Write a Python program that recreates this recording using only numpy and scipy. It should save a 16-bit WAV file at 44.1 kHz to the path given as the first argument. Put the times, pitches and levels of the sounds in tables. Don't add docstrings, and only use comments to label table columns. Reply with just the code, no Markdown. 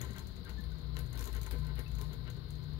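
import sys
import numpy as np
from scipy import signal
from scipy.fft import irfft
from scipy.io import wavfile
from scipy.ndimage import uniform_filter1d

SR = 44100
rng = np.random.default_rng(int(sys.argv[2]) if len(sys.argv) > 2 else 0)


def generate_wav(signal):
    frames = np.transpose(np.atleast_2d(signal))
    scaled = np.clip(frames, -1, 1) * 32767
    pcm = np.round(scaled).astype(np.int16)
    wavfile.write(sys.argv[1], SR, pcm)


N = 123039
LOW_RIGHT_DB = -18.5


def gain_of(db):
    return 10 ** (np.asarray(db) / 20)


def evened(x):
    return x / np.sqrt(np.mean(x ** 2) + 1e-20)


def over_pitch(table, hz):
    table_hz, *columns = np.transpose(table)
    return np.array([np.interp(np.log(hz + 1), np.log(table_hz + 1), c) for c in columns])


def over_time(table):
    seconds, *columns = np.transpose(table)
    return np.array([np.interp(np.arange(N) / SR, seconds, c) for c in columns])


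def resonate(x, hz, width):
    turn = np.exp(2j * np.pi * np.cumsum(hz * np.ones(len(x))) / SR)
    keep = np.exp(-np.pi * width / SR)
    return 2 * (turn * signal.lfilter([1 - keep], [1, -keep], x / turn)).real


# frequency in Hz, left level in dB per Hz, right level in dB per Hz.
HISS_LEVELS = [(26.5, -90, -105), (45.4, -54, -72.5), (94.5, -63, -69), (186, -72.5, -79.5),
               (302, -82.5, -87.5), (775, -97, -95.5), (1130, -91, -101.8), (2100, -99.5, -105.3),
               (2580, -102.9, -108.3), (3370, -95, -107.1), (4104, -82.5, -107.4), (5074, -97.5, -114.5),
               (5700, -112.6, -122.9), (8300, -123.3, -125.3), (10300, -115.3, -117.4),
               (14900, -110.2, -110.9)]
# frequency in Hz, likeness from 0 (unrelated) to 1 (the same).
HISS_LIKENESS = [(60, 1), (150, 0.54), (500, 0.1), (1200, 0.013)]


def hiss():
    frames, hz = N // 512 + 5, np.fft.rfftfreq(2048, 1 / SR)
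    a, b, c, d = rng.standard_normal((frames, 1025, 4)).T
    left, other = a + 1j * b, c + 1j * d
    same = np.clip(over_pitch(HISS_LIKENESS, hz)[0], -1, 1)[:, None]
    right = same * left + np.sqrt(1 - same ** 2) * other
    spectrum = np.array([left, right]) * gain_of(over_pitch(HISS_LEVELS, hz)[:, :, None])
    spectrum *= np.sqrt(SR / 2048)
    return signal.istft(spectrum, nperseg=2048, noverlap=1536)[1][:, :N]


# time in seconds, pitch of the low tone in Hz, then the levels of the low,
# middle and top tones in dB.
HUM_COURSE = [(0, 69, -47, -35.5, -52), (.22, 70, -40.5, -54.5, -53.5), (.4, 69.5, -56, -73, -53),
              (.56, 59.63, -37, -59, -43.5), (1.05, 57.4, -36, -43, -44.5), (1.2, 57.4, -34.5, -49, -56.5),
              (1.65, 57.3, -34, -46.5, -42), (2.1, 57, -38.5, -45, -39.5), (2.4, 57, -48.5, -45, -47),
              (2.79, 57, -39.5, -53.5, -41)]
MID_HZ, TOP_RATIO = 121.04, 2.63
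HUM_WIDTH_HZ, HUM_FUZZ = 7, .55


def hum():
    low_hz, *levels = over_time(HUM_COURSE)
    out = np.zeros(N)
    for hz, db in zip((low_hz, MID_HZ, TOP_RATIO * low_hz), levels):
        cycles = np.cumsum(hz * np.ones(N)) / SR + rng.random()
        tone = np.sqrt(2) * np.sin(2 * np.pi * cycles)
        fuzz = resonate(rng.standard_normal(N), hz, HUM_WIDTH_HZ)
        fuzz = evened(resonate(fuzz, hz, 3 * HUM_WIDTH_HZ))
        out += gain_of(db) * evened(tone + HUM_FUZZ * fuzz)
    return out * gain_of([[0], [LOW_RIGHT_DB]])


# frequency in Hz, width in Hz,
# left gain in dB, right gain in dB.
FRAME_MODES = [
    [(390, 36, 4, -5), (239, 110, 2.5, -11), (477, 20, -4, -7.5), (625, 128, -5, -15.5)],
    [(895.4, 38, -4, -6), (1032, 44.4, 4, -7)],
    [(1530, 60, 5.5, -6), (1361, 150, 2, -7), (1907, 256, 4, -7), (2134, 146, 1, -4.5),
     (2950, 470, 0.5, -15), (3900, 400, -3, -18)],
]
# loudest moment in seconds, then the level of the jolts in the low,
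# middle and upper groups in dB.
SCRAPE_LEVELS = [(0.026, -52, -60, -58), (0.057, -58, -56.5, -61.5), (0.113, -57, -69, -65.5),
                 (0.176, -58, -59.5, -60), (.21, -78, -60.5, -67), (0.494, -59, -61, -60),
                 (0.988, -53.5, -58, -59), (1.16, -54.5, -57, -62.5), (1.214, -54, -54.5, -60),
                 (1.284, -54.5, -54.5, -62.5), (1.368, -56, -58.5, -58), (1.476, -58.5, -62.5, -64),
                 (1.543, -49.5, -58.5, -60.5), (1.65, -60, -60, -67.5), (1.704, -59.5, -58, -64.5),
                 (1.794, -54, -57.5, -58), (2.027, -55.5, -56, -67), (2.137, -57.5, -62.5, -65),
                 (2.285, -56, -72, -60)]
# time in seconds, strength at 1 kHz in dB,
# brightness in dB per octave.
WHEEL_CLACKS = [(0.487, -7.5, -55), (0.968, -14, 5), (1.47, -2, -14), (1.989, -6.5, -18), (2.018, -8, -26),
                (2.278, -11.5, -2)]
SCRAPE_S, RING_LAG_S = 0.019, 0.0065
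STEADY_RUB_DB = [-63.5, -70.5, -75]
SLIPS_PER_S, SLIP_SPREAD_DB = 1500, 2
WANDER = .011


def rubbing():
    out, t = np.zeros((2, N)), np.arange(N) / SR + RING_LAG_S
    clack_s, clack_db, tilt = np.transpose(WHEEL_CLACKS)
    clack_at = np.round(clack_s * SR).astype(int)
    for k, modes in enumerate(FRAME_MODES):
        power = gain_of(STEADY_RUB_DB[k]) ** 2
        for s, *db in SCRAPE_LEVELS:
            power = power + gain_of(db[k]) ** 2 * np.exp(-((t - s) / SCRAPE_S) ** 2)
        for hz, width, *sides_db in modes:
            strength = gain_of(SLIP_SPREAD_DB * np.minimum(rng.exponential(1, N), 2))
            slips = (rng.random(N) < SLIPS_PER_S / SR) * strength
            slips = evened(slips * rng.choice([-1., 1.], N))
            slips *= np.sqrt(power * SR / width / 4)
            if k > 0:
                slips[clack_at] += gain_of(clack_db + tilt * np.log2(hz / 1000))
            drift = np.interp(t, np.linspace(0, t[-1], 40), rng.standard_normal(40))
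            moving_hz = hz * (1 + WANDER * drift)
            rung = resonate(resonate(slips, moving_hz, width), moving_hz, 3 * width)
            out += gain_of(sides_db)[:, None] * rung
    return out


# time in seconds, crack level in dB, ring level against the crack in dB.
TOOTH_TICKS = [(0.0045, -50, -21), (0.0131, -35, -4.5), (0.047, -45.5, -11), (0.078, -60, -19),
               (0.1059, -47, -6), (0.1313, -49.5, -12), (0.162, -50, -5), (0.182, -43.5, -6),
               (0.192, -42, -9), (0.27, -49, -8.5), (0.364, -52.5, -8.5), (0.4485, -51, -13),
               (0.493, -41.5, -13), (0.607, -50.5, -15), (0.6374, -48.5, -31), (0.718, -58, -5),
               (0.966, -47, -3), (0.9595, -58, -9), (0.9784, -55, -4), (0.987, -40, -25), (0.991, -39, -19),
               (1.061, -54, -5), (1.101, -54, -19), (1.128, -45, -6), (1.1538, -48, -20),
               (1.174, -37.5, -21), (1.192, -37.5, -18), (1.2081, -37.5, -9.5), (1.224, -39, -24),
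               (1.2404, -39, -6), (1.2547, -39, -13), (1.2737, -40, -6.5), (1.328, -43, -27),
               (1.349, -43.5, -6), (1.364, -41.5, -13), (1.4137, -38.5, -14), (1.4311, -42.5, -8),
               (1.463, -39.5, -8), (1.5099, -34.5, -22), (1.521, -45, -17), (1.5877, -43.5, -34),
               (1.647, -50, -15), (1.6666, -47, -18), (1.754, -47, -34), (1.779, -50, -17),
               (1.791, -38.5, -20), (1.878, -51, -10), (1.915, -48.5, -13), (1.984, -44.5, -9),
               (2.0123, -39.5, -18), (2.0405, -55, -8), (2.1309, -45.5, -12), (2.3, -46.5, -9),
               (2.5044, -47, -12)]
# frequency in Hz, left gain in dB, right gain in dB.
CRACK_COLOUR = [(1460, -3.5, -23), (2900, -5.5, -5.5), (4180, 4, -7.5), (5760, -7, -16), (7700, -12, -13.5),
                (10140, -2.5, -9), (12000, -0.5, -4), (15000, -4, -12)]
RISE_S, SNAP_S, CHATTER_S, CHATTER_DB = 0.0013, 0.0027, 0.014, -5.5
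RING_HZ, RING_WIDTH_HZ, RING_RIGHT_DB = 6480, 1630, -31
FAINT_PER_S, FAINT_DB, FAINT_RING_DB = 40, -66, -5
COLOUR_DB = 4


def ticks():
    t = np.arange(round(.08 * SR)) / SR
    fade = np.exp(-(t / SNAP_S) ** 2) + gain_of(CHATTER_DB) * np.exp(-t / CHATTER_S)
    shape = np.minimum(t / RISE_S, 1) * fade

    faint = (rng.random(N) < FAINT_PER_S / SR) * gain_of(FAINT_DB + 2 * rng.exponential(1, N))
    crack, ring = faint ** 2, (faint * gain_of(FAINT_RING_DB)) ** 2
    for s, db, ring_db in TOOTH_TICKS:
        crack[round(s * SR)] += gain_of(db) ** 2
        ring[round(s * SR)] += gain_of(db + ring_db) ** 2
    crack, ring = (np.sqrt(abs(signal.oaconvolve(p, shape ** 2)[:N])) for p in (crack, ring))

    noise, hz = rng.standard_normal((2, N)), np.fft.rfftfreq(512, 1 / SR)
    colour = np.roll(irfft(gain_of(over_pitch(CRACK_COLOUR, hz))), 256, 1) * np.hanning(512)
    out = signal.oaconvolve(crack * noise, colour, "same", axes=1)

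    spectrum = signal.stft(out, nperseg=128)[2]
    patches = rng.standard_normal(spectrum.shape[:0:-1])
    patches = uniform_filter1d(uniform_filter1d(patches, 8, 0), 6, 1)
    patches = evened(patches).T
    spectrum = spectrum * gain_of(COLOUR_DB * (patches - .5))
    out = signal.istft(spectrum, nperseg=128)[1][:, :N]

    for k, db in enumerate((0, RING_RIGHT_DB)):
        rung = resonate(ring * noise[k], RING_HZ, RING_WIDTH_HZ)
        rung = resonate(rung, RING_HZ, RING_WIDTH_HZ)
        out[k] += gain_of(db) * np.sqrt(SR / RING_WIDTH_HZ / 4) * rung
    return out


# start in seconds, height of the swell on the left in dB.
TABLE_THUMPS = [(0.104, -31.5), (0.589, -33), (1.59, -36.5)]
THUMP_HZ, THUMP_S = 193.4, 0.0034


def thumps():
    out, t = np.zeros(N), np.arange(N) / SR
    for s, db in TABLE_THUMPS:
        since = np.maximum(t - s, 0)
        swell = since / THUMP_S * np.exp(1 - since / THUMP_S)
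        out += gain_of(db) * swell * np.sin(2 * np.pi * THUMP_HZ * since)
    return out * gain_of([[0], [LOW_RIGHT_DB]])


# start in seconds, length in seconds, pitch in Hz, level in dB.
AXLE_SQUEAKS = [(0.45, 0.026, 1571, -49), (0.572, 0.039, 1750, -50.5), (0.713, 0.023, 1496, -56),
                (1.856, 0.024, 2624, -50.5)]
SQUEAK_RIGHT_DB = -7


def squeaks():
    out, t = np.zeros(N), np.arange(N) / SR
    for s, length, hz, db in AXLE_SQUEAKS:
        swell = np.sin(np.pi * np.clip((t - s) / length, 0, 1))
        out += gain_of(db) * swell * np.sin(2 * np.pi * hz * t)
    return out * gain_of([[0], [SQUEAK_RIGHT_DB]])


ROOM_T60_S = 0.42
ROOM_DB, RIGHT_DIRECT_DB = [-11.5, -6], -7.5


def room(x):
    t = np.arange(round(.3 * SR)) / SR
    tail = rng.standard_normal((2, len(t))) * gain_of(-60 * t / ROOM_T60_S) * (t > .002)
    wet = signal.fftconvolve(x, tail / np.linalg.norm(tail[0]), axes=1)[:, :N]
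    direct = x * gain_of([[0], [RIGHT_DIRECT_DB]])
    return direct + gain_of(ROOM_DB)[:, None] * wet


RIGHT_LEAD_S = 0.00017


def scene():
    gears = room(rubbing() + ticks() + squeaks())
    lead = round(RIGHT_LEAD_S * SR)
    gears[0] = np.pad(gears[0], (lead, 0))[:N]
    return gears + thumps() + hum() + hiss()


RUMBLE_CUT_HZ, EDGE_HZ = 44.2, 15780


def record(dry):
    bass_cut = signal.butter(2, RUMBLE_CUT_HZ, "high", fs=SR, output="sos")
    treble_cut = signal.firwin(1023, EDGE_HZ, window=("kaiser", 9), fs=SR)
    return signal.oaconvolve(signal.sosfilt(bass_cut, dry), treble_cut[None], "same")


dry = scene()
out = record(dry)
generate_wav(out)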